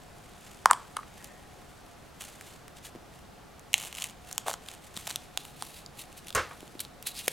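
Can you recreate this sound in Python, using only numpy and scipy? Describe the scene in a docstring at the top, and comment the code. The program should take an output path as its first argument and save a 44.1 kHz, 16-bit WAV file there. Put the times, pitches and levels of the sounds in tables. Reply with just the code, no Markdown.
"""A quiet room with a cloth-covered table: hands pop a plastic toy capsule open close to the microphone.
The toy in its thin bag is lifted out and set down, crinkling; a paper insert is pulled out and unrolled,
and an empty capsule half lands with a short clatter. Plastic is made from cracks and damped resonances,
film and paper from friction hiss, stick-slip grains and ringing creases, the landing from ticks, shell
modes and a noise rattle; a faint room tail and a humming room tone lie underneath."""
import sys
import numpy as np
from scipy import signal
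from scipy.fft import rfft, irfft, next_fast_len
from scipy.io import wavfile
from scipy.ndimage import uniform_filter1d

SR = 44100
rng = np.random.default_rng(int(sys.argv[2]) if len(sys.argv) > 2 else 0)


def wav_out(sig):
    """Save sig, one row per channel (or a flat mono array), as 16-bit PCM at SR to the path in sys.argv[1]."""
    wavfile.write(sys.argv[1], SR, np.round(np.clip(np.atleast_2d(sig).T, -1, 1) * 32767).astype(np.int16))


N = 322805

# Colour of the room's air noise. Each row: frequency in Hz, relative density in dB per Hz.
ROOM_TONE_SPECTRUM = [(20, -81.5), (48, -75), (100, -77.5), (150, -76), (300, -83), (600, -83),
                      (750, -84.5), (950, -86.5), (1200, -86.5), (2200, -93), (5500, -99), (8000, -102),
                      (12000, -105), (16000, -111)]
# Steady hum of the room. Each row: frequency in Hz, level in dB.
HUM_LINES = [(697, -71), (728, -67), (825, -69)]
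# Likeness of the room tone at the two microphone ports. Each row: frequency in Hz, correlation from 0 to 1.
PORT_LIKENESS = [(40, 0.99), (150, 0.64), (300, 0.037), (700, 0.47), (3000, 0.76), (12000, 0.6)]
# Ring time of the room tail. Each row: frequency in Hz, time to fall 60 dB in seconds.
ROOM_RING_TIME = [(200, 0.91), (1000, 0.37), (4000, 0.46), (14000, 0.12)]

# Soft bumps of hands, toy and shell. Each row: start in seconds, level in dB, pitch in Hz.
BUMP_EVENTS = [(2.951, -41, 313), (2.959, -40.5, 220), (4.97, -41.5, 176), (6.352, -35.5, 95),
               (6.375, -33, 480), (6.629, -42.5, 290), (6.753, -42, 264), (7.2795, -27, 450)]
# Hollow plastic or curled paper scraping. Each row: start in seconds, level in dB, resonance in Hz,
# resonance width in Hz, rise in ms, decay in ms.
SCRAPE_EVENTS = [(.696, -24, 1140, 700, 7.9, 5.2), (0.962, -32, 1250, 650, 8.1, 4),
                 (1.029, -42.5, 1400, 1490, 2.6, 3), (0.984, -36, 1160, 260, 5.1, 12),
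                 (1.15, -58.5, 1850, 400, 59, 220), (4.459, -35, 730, 880, 9.6, 31),
                 (6.373, -30, 1460, 450, 7.6, 14), (6.506, -42.5, 1044, 1130, 6.2, 23),
                 (7.051, -44, 3950, 600, 16, 42), (7.14, -45, 4550, 1400, 40, 22),
                 (7.186, -43, 2960, 1200, 17, 11)]
# Paper edges flicking past a finger. Each row: start in seconds, level in dB, rise in ms, decay in ms.
FLICK_EVENTS = [(6.801, -27.5, 3.4, 5.9), (7.0255, -35.5, 0.83, 1.8), (7.063, -27, 8.5, 8.4),
                (7.28, -20, 0.4, 2.7)]

# The empty shell touching down. Each row: contact time in seconds, rattle level in dB, tick level in dB.
LANDING_CONTACTS = [(6.3493, -32.5, -26.5), (6.3536, -29.5, -30), (6.363, -42, -34.5), (6.3765, -31, -48)]
# Modes of the empty shell. Each row: frequency in Hz, sine peak in dB against the rattle's early rms,
# time to fall 60 dB in seconds.
SHELL_RING = [(1080, -1, 0.2), (1446, -6, 0.16), (2772, -21, 0.21)]
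# Colour of the landing rattle. Each row: frequency in Hz, relative density in dB per Hz.
RATTLE_SPECTRUM = [(40, -11), (85, -1.5), (200, -15), (480, -2), (800, -6.5), (1200, -0.5), (1600, -3.5),
                   (2200, -7.5), (4200, -16), (6000, -17), (10000, -26), (16000, -37)]
# Ring time of the landing rattle. Each row: frequency in Hz, time to fall 60 dB in seconds.
RATTLE_RING_TIME = [(100, 0.19), (1300, 0.27), (4000, 0.27), (12000, 0.22)]

# Fingers sliding along the paper insert: drawn out, regripped, turned over, unrolled. Each row: middle in
# seconds, length in seconds, level in dB, small creases per second (a count that rounds to zero gives none).
PAPER_SLIDES = [(5.435, 0.17, -53.5, 0), (5.65, 0.12, -47.5, -2), (5.765, 0.097, -49, 0),
                (6.0, 0.052, -44.5, 0), (6.13, 0.24, -61, 13.5), (6.18, 0.021, -46.5, 0),
                (6.28, 0.026, -51, 120), (6.5, 0.5, -57.5, 8), (6.825, 0.064, -53, 0),
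                (7.085, 0.045, -40, 0), (7.192, 0.069, -41, 0), (7.255, 0.029, -43, -2),
                (7.312, 0.043, -41.5, 0)]
# Fingers sliding on the capsule and the bag: gripping, unfolding, lifting, setting down, letting go. Each row:
# middle in seconds, length in seconds, level in dB, small creases per second (rounding to zero gives none).
FILM_SLIDES = [(0.7, 2.7, -61.5, 7), (0.48, 0.16, -57, 0), (1.23, 0.14, -57, 25), (2.222, 0.051, -47, 60),
               (2.29, 0.15, -52, 1.5), (2.48, 0.17, -53.5, 0), (2.776, 0.02, -49.5, -6),
               (2.862, 0.041, -47, 0), (3.17, 0.11, -61.5, 15), (3.775, 0.06, -45, 0),
               (3.838, 0.095, -44, 90), (4.01, 0.14, -46.5, 130), (4.098, 0.028, -52.5, 120),
               (4.31, 0.13, -54, 35), (4.402, 0.028, -53.5, 0), (4.484, 0.034, -36.5, 0),
               (4.534, 0.04, -46, -2), (4.705, 0.12, -51, 40), (4.858, 0.06, -51.5, 0.5),
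               (4.995, 0.081, -46, 0), (5.096, 0.087, -44.5, 0), (5.215, 0.12, -57, 0)]
# Colour of rubbed paper. Each row: frequency in Hz, relative density in dB per Hz.
PAPER_SPECTRUM = [(200, -15), (700, -13.5), (1600, -7.5), (2700, 2), (3200, -0.5), (3900, 3), (5300, -4.5),
                  (7000, -2), (11000, 1.5), (16000, -5)]
# Colour of rubbed film. Each row: frequency in Hz, relative density in dB per Hz.
FILM_SPECTRUM = [(200, -43), (700, -1.5), (1500, -3.5), (2600, -0.5), (3500, -1.5), (5300, -6.5),
                 (7300, -1.5), (10500, -3.5), (13000, -4), (16000, -10)]

# Big creases of film or paper snapping over. Each row: start in seconds, ring level in dB, ring pitch in Hz,
# treble tick level in dB, level in dB of what it lies on.
BIG_CREASES = [(1.2443, -57, 4570, -42.5, -63), (2.2207, -47, 3000, -45, -45.5),
               (2.411, -49, 2000, -49, -46), (2.681, -53, 2540, -52.5, -52), (3.595, -66, 1900, -52, -58),
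               (3.7317, -38.5, 2800, -36.5, -56), (3.7412, -15.5, 2740, -21.5, -31),
               (3.78, -47, 3440, -35.5, -45), (3.801, -47, 2800, -41, -52), (3.9273, -41, 2686, -45, -52),
               (3.951, -45, 2940, -40, -58), (3.984, -39, 2650, -53, -56), (4.022, -33, 2965, -32.5, -56),
               (4.0401, -37, 3000, -37, -44), (4.0423, -35, 2560, -33, -57),
               (4.3129, -48, 3980, -44, -47.5), (4.328, -56, 1950, -35, -65),
               (4.38, -32.5, 3100, -26.5, -36), (4.5314, -44, 3950, -39, -52.5),
               (4.6865, -39, 3350, -44.5, -51), (4.9666, -38, 3820, -41, -56), (4.974, -38, 3360, -40, -41),
               (5.071, -40, 3020, -39, -45), (5.0752, -40, 3560, -39, -36), (5.1053, -38, 3970, -42, -40),
               (5.1107, -38, 3980, -40, -42.5), (5.159, -32, 3470, -30, -45),
               (5.3746, -27.5, 3470, -31, -34.5), (5.452, -47, 2580, -47.5, -48),
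               (5.862, -43, 4700, -51.5, -71), (6.3047, -41, 3400, -52, -44.5),
               (6.3272, -46, 3300, -50, -69), (6.794, -39, 3780, -50, -50), (6.8502, -44, 3870, -53, -53),
               (7.273, -52, 2400, -44, -58), (7.2809, -24, 2140, -27.5, -48)]
# Colour of a sharp treble tick. Each row: frequency in Hz, relative density in dB per Hz.
TICK_SPECTRUM = [(1500, -17), (4500, 0), (6500, 10), (9500, 5.5), (12500, 1.5), (16000, -10.5)]
# Colour of what a crease lies on. Each row: frequency in Hz, relative density in dB per Hz.
BODY_SPECTRUM = [(150, -44), (500, 1), (750, 10.5), (1200, 7.5), (1800, 3.5), (3500, -9.5)]

# Hard plastic knocks. Each row: start in seconds, hollow ring level in dB, hollow pitch in Hz, crack level
# in dB, crack rise and decay (one value for both) in ms, rim ping level in dB, rim pitch in Hz.
CAPSULE_KNOCKS = [(0.6577, -9.5, 950, -21.5, 0.44, -25, 6750), (0.7035, -28, 1140, -58, 0.87, -62, 8000),
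                  (0.711, -11, 1060, -26, 0.38, -20.5, 8000), (0.7315, -29, 990, -30, 1.2, -37, 9400),
                  (0.9675, -29, 1090, -33, 1.1, -42, 8800), (4.4817, -27, 794, -31.5, 0.96, -38, 6800),
                  (4.4955, -33.5, 706, -50, 1.2, -45, 7000), (4.5125, -36, 1000, -36.5, 0.42, -44, 6500),
                  (4.5389, -39.5, 1050, -36.5, 0.75, -40, 6300), (5.6235, -38, 740, -32, 0.35, -45, 4840)]
# Colour of a plastic crack. Each row: frequency in Hz, relative density in dB per Hz.
CRACK_SPECTRUM = [(150, -5), (600, 6.5), (1600, 8), (2600, -1), (3200, 10.5), (3900, 0), (4600, 6),
                  (8000, -1), (10000, 6), (12000, -8.5), (16000, -11)]

TIME = np.arange(N) / SR
HIT_MS = np.arange(2048) * 1000 / SR  # time axis of a short sound
HIT_SAMPLES = 0.005 * SR  # 5 ms, the span to which a hit's level refers
GRAIN_HZ = np.geomspace(2000, 14000, 14)  # pitches of the stick-slip facets
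BUMP_CYCLES = 0.4  # decay time of a bump, in cycles of its pitch
STROKE_STEEP = 3.1  # exponent: how abruptly a stroke starts and stops
# treble above this pitch shifts by this many dB for each dB a stroke is above or below the firm level
TREBLE_HZ, FIRM_DB, BRIGHTEN = 10700, -25, 0.24
RIM_RING_MS, KNOCK_RING_MS = 0.15, 0.62  # decay times of the rim's ping and of the hollow
HOLLOW_BAND_HZ = (510, 2440)  # the hollow radiates little outside this band
EDGE_HZ = 16300  # upper band limit of the output


def amp(db):
    """Decibels to gain."""
    return 10 ** (np.asarray(db) / 20)


def unit(x):
    """Scales to rms 1."""
    return x / np.sqrt(np.mean(x ** 2) + 1e-20)


def read(points, hz):
    """Reads a table on a log-frequency axis."""
    f, value = np.transpose(points)
    return np.interp(np.log(hz + 1), np.log(f), value)


def add(mix, s, sound):
    """Mixes a sound in at time s."""
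    part = mix[round(s * SR):][:len(sound)]
    part += sound[:len(part)]


def colour(x, spectrum):
    """Causal (minimum-phase) filter with the given spectrum, so attacks stay sharp."""
    size = next_fast_len(len(x) + 2048)
    hz = abs(np.fft.fftfreq(size, 1 / SR))
    log_gain = np.log(amp(read(spectrum, hz)))
    response = np.exp(np.conj(signal.hilbert(log_gain)))
    return np.fft.ifft(np.fft.fft(x, size) * response).real[:len(x)]


def hit(x, db):
    """Gives a short sound the energy of 5 ms at this level."""
    return amp(db) * x * np.sqrt(HIT_SAMPLES / (np.sum(x ** 2) + 1e-20))


def swell(ms, rise_ms, decay_ms):
    """A straight rise and an exponential fall."""
    return np.minimum(ms / rise_ms, 1) * np.exp(-np.maximum(ms - rise_ms, 0) / decay_ms)


def ring(hz, decay_ms):
    """A heavily damped resonance that swells for one decay time and dies; it radiates little below its pitch."""
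    envelope = HIT_MS * np.exp(-HIT_MS / decay_ms)
    motion = envelope * np.cos(2 * np.pi * hz * np.arange(len(HIT_MS)) / SR)
    return np.gradient(motion) * SR / (2 * np.pi * hz)


def burst(spectrum, decay_ms, lead):
    """A fast-dying scatter of noise behind one sharp release, whose strength is lead (0 for none)."""
    scatter = hit(rng.standard_normal(len(HIT_MS)) * np.exp(-HIT_MS / decay_ms), 0)
    scatter[0] = lead * np.sqrt(HIT_SAMPLES)
    return colour(scatter, spectrum)


def die_away(x, t60):
    """Lets each band of x decay at its own speed."""
    hz, t, z = signal.stft(x, SR, nperseg=256)
    decay = amp(-60 * t / read(t60, hz)[:, None])
    return signal.istft(z * decay, SR, nperseg=256)[1]


def room_tone(db=-51.5, hum_width_hz=8):
    """Low steady air noise, partly alike at both ports, with a few wavering hum lines of narrow-band noise."""
    hz = np.fft.rfftfreq(N, 1 / SR)
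    alike = np.clip(read(PORT_LIKENESS, hz), 0, 1)
    mid, side = rfft(rng.standard_normal((2, N))) * amp(read(ROOM_TONE_SPECTRUM, hz))
    side = side * np.sqrt((1 - alike) / (1 + alike))
    air = amp(db) * unit(irfft(np.array([mid + side, mid - side]), N))
    hum = np.zeros(N)
    for line_hz, line_db in HUM_LINES:
        line = mid / (1 + ((hz - line_hz) / hum_width_hz) ** 2) * 1j  # a quarter turn from the air noise
        hum += amp(line_db) * unit(irfft(line, N))
    return air + hum


def room(x, tail_db=-19, gap_s=0.0017):
    """A small furnished room: a faint diffuse tail that fades in over a short gap, slightly different at each port."""
    noise = rng.standard_normal((3, SR // 2))
    tails = die_away(noise[0] + 0.038 * noise[1:], ROOM_RING_TIME)
    tails *= np.minimum(np.arange(tails.shape[1]) / SR / gap_s, 1) ** 2
    tails /= np.linalg.norm(tails[0])
    return amp(tail_db) * signal.fftconvolve(x[None], tails, axes=1)[:, :N]


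def ports(x, lag=0.11, balance_db=0.13):
    """Two close microphone ports: the sound reaches the first a fraction of a sample earlier, slightly softer."""
    skew = lag * np.gradient(x)  # lag in samples, either way
    return np.array([(x + skew) * amp(-balance_db), (x - skew) * amp(balance_db)])


def bumps():
    """Dull knocks with hardly any ring."""
    out = np.zeros(N)
    for s, db, hz in BUMP_EVENTS:
        add(out, s, hit(ring(hz, 1000 * BUMP_CYCLES / hz), db))
    return out


def scrapes():
    """Friction noise drives the air resonance of a hollow shell."""
    out, ms = np.zeros(N), np.arange(SR // 2) * 1000 / SR
    for s, db, hz, width_hz, rise_ms, decay_ms in SCRAPE_EVENTS:
        shell = signal.iirpeak(hz, hz / width_hz, fs=SR)
        sound = signal.lfilter(*shell, rng.standard_normal(len(ms)))
        sound = signal.lfilter(*shell, sound)
        shape = swell(ms, rise_ms, decay_ms)
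        add(out, s, amp(db) * unit(sound * shape) * np.sqrt(np.mean(shape ** 2)))
    return out


def flicks():
    """A paper edge scrapes over skin and springs free: paper-coloured noise under a swell."""
    out = np.zeros(N)
    for s, db, rise_ms, decay_ms in FLICK_EVENTS:
        hiss = unit(colour(rng.standard_normal(len(HIT_MS)), PAPER_SPECTRUM))
        add(out, s, amp(db) * swell(HIT_MS, rise_ms, decay_ms) * hiss)
    return out


def clatter(tick_ms=3.3):
    """The empty shell lands and rocks: each contact ticks, rings the shell and starts a dense rattle."""
    out, t = np.zeros(N), np.arange(SR // 2) / SR
    shell = sum(amp(db - 60 * t / t60) * np.sin(2 * np.pi * hz * t) for hz, db, t60 in SHELL_RING)
    for s, db, tick_db in LANDING_CONTACTS:
        rattle = colour(die_away(rng.standard_normal(len(t)), RATTLE_RING_TIME), RATTLE_SPECTRUM)
        add(out, s, amp(db) * rattle / np.std(rattle[:SR // 40]))  # level of the first 25 ms
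        add(out, s, amp(db) * shell)
        add(out, s, hit(burst(TICK_SPECTRUM, tick_ms, lead=0), tick_db))
    return out


def speed(s, middle, length):
    """A finger gathers pace, glides and slows to rest; length is the time spent above half speed."""
    return 1 / (1 + abs(2 * (s - middle) / length) ** STROKE_STEEP)


def friction(strokes):
    """Loudness of the sliding over time: overlapping strokes add in power."""
    return np.sqrt(sum((amp(db) * speed(TIME, middle, length)) ** 2 for middle, length, db, _ in strokes))


def rub(level, spectrum, grain_db, grains_per_s, spread_db, flutter_db, facet_q=1.3):
    """Sliding sheets: friction hiss and tiny stick-slip snaps, each ringing a facet's pitch; firmer is brighter."""
    sizes = amp(spread_db * np.minimum(rng.exponential(1, N), 3.5))
    snaps = (rng.random(N) < grains_per_s / SR) * rng.choice([-1, 1], N) * sizes
    facet = rng.integers(0, len(GRAIN_HZ), N)
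    grains = np.zeros(N)
    for k, hz in enumerate(GRAIN_HZ):
        grains += signal.lfilter(*signal.iirpeak(hz, facet_q, fs=SR), snaps * (facet == k))
    drive = rng.standard_normal(N) + amp(grain_db) * unit(grains)
    # noise smoothed over a few ms makes the level flutter
    flutter = uniform_filter1d(rng.standard_normal(N), size=300)
    flutter = unit(uniform_filter1d(flutter, size=200))
    sound = unit(colour(drive, spectrum))
    body = signal.filtfilt(*signal.butter(2, TREBLE_HZ, fs=SR), sound)
    treble = (sound - body) * (level / amp(FIRM_DB)) ** BRIGHTEN
    return level * amp(flutter_db * flutter) * (body + treble)


def crease(ring_db, hz, tick_db, body_db):
    """A buckling facet ticks, rings for a few cycles and shakes whatever it lies on."""
    facet = ring(hz, 0.33) + 0.15 * ring(hz * 0.835, 0.56) + 0.076 * ring(hz * 1.42, 0.86)
    tick = burst(TICK_SPECTRUM, 1.0, lead=1.0)
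    body = burst(BODY_SPECTRUM, 1.0, lead=0.5)
    return hit(facet, ring_db) + hit(tick, tick_db) + hit(body, body_db)


def crinkles(strokes, over_db, spread_db, hz, octaves, tick_db, body_db):
    """Small creases give way at uneven intervals during a stroke, louder where it is firm and fast."""
    out = np.zeros(N)
    for (middle, length, db, per_s), draws in zip(strokes, rng.random((len(strokes), 32, 3))):
        count = min(round(per_s * length), len(draws))
        for k, (when, size, pitch) in enumerate(draws[:count]):
            s = middle + length * ((k + when) / count - 0.5)
            ring_db = db + over_db + spread_db * (size - 0.5)
            crease_hz = hz * 2 ** (octaves * (pitch - 0.5))
            snap = crease(ring_db, crease_hz, ring_db + tick_db, ring_db + body_db)
            add(out, s, speed(s, middle, length) * snap)
    return out


def paper():
    """The insert: rubbing fibres plus small creases of widely varied pitch."""
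    hiss = rub(friction(PAPER_SLIDES), PAPER_SPECTRUM, grain_db=-3.5, grains_per_s=1600,
               spread_db=2.5, flutter_db=2.5)
    return hiss + crinkles(PAPER_SLIDES, over_db=6.5, spread_db=3, hz=2930, octaves=0.75,
                           tick_db=0.5, body_db=-20)


def film():
    """Capsule and thin bag under the fingers: rubbing plus small creases of nearly equal pitch."""
    hiss = rub(friction(FILM_SLIDES), FILM_SPECTRUM, grain_db=-1.5, grains_per_s=1200,
               spread_db=2.0, flutter_db=3.0)
    return hiss + crinkles(FILM_SLIDES, over_db=-1.5, spread_db=2.5, hz=2800, octaves=0.22,
                           tick_db=2.0, body_db=-3)


def creases():
    """The big creases, each a facet that buckles and rings."""
    out = np.zeros(N)
    for s, *snap in BIG_CREASES:
        add(out, s, crease(*snap))
    return out


def capsule():
    """Hard plastic slips or strikes with a crack and a brief ping of the rim; the hollow answers with a low pop."""
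    out = np.zeros(N)
    hollow_band = signal.butter(2, HOLLOW_BAND_HZ, "bandpass", fs=SR)
    for s, ring_db, hz, crack_db, crack_ms, rim_db, rim_hz in CAPSULE_KNOCKS:
        slip = rng.standard_normal(len(HIT_MS)) * swell(HIT_MS, crack_ms, crack_ms)
        add(out, s, hit(colour(slip, CRACK_SPECTRUM), crack_db))
        add(out, s, hit(ring(rim_hz, RIM_RING_MS), rim_db))
        hollow = signal.lfilter(*hollow_band, ring(hz, KNOCK_RING_MS))
        add(out, s + crack_ms / 1000, hit(hollow, ring_db))  # answers once the crack has risen
    return out


def scene():
    """All the sounds are mixed at the centre, through the same two ports and room: the hands work just in front
    of the microphone, while the empty shell lands further off."""
    near = bumps() + scrapes() + flicks() + clatter() + paper() + film() + creases() + capsule()
    return room_tone() + room(near) + ports(near)


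def record(dry):
    """The loudest peaks are rounded off; then the band limit."""
    rounded = dry / (1 + (dry / 0.95) ** 6) ** (1 / 6)
    lowpass = signal.firwin(255, EDGE_HZ, window=("kaiser", 9), fs=SR)
    return signal.oaconvolve(rounded, lowpass[None], "same")


dry = scene()
out = record(dry)
wav_out(out)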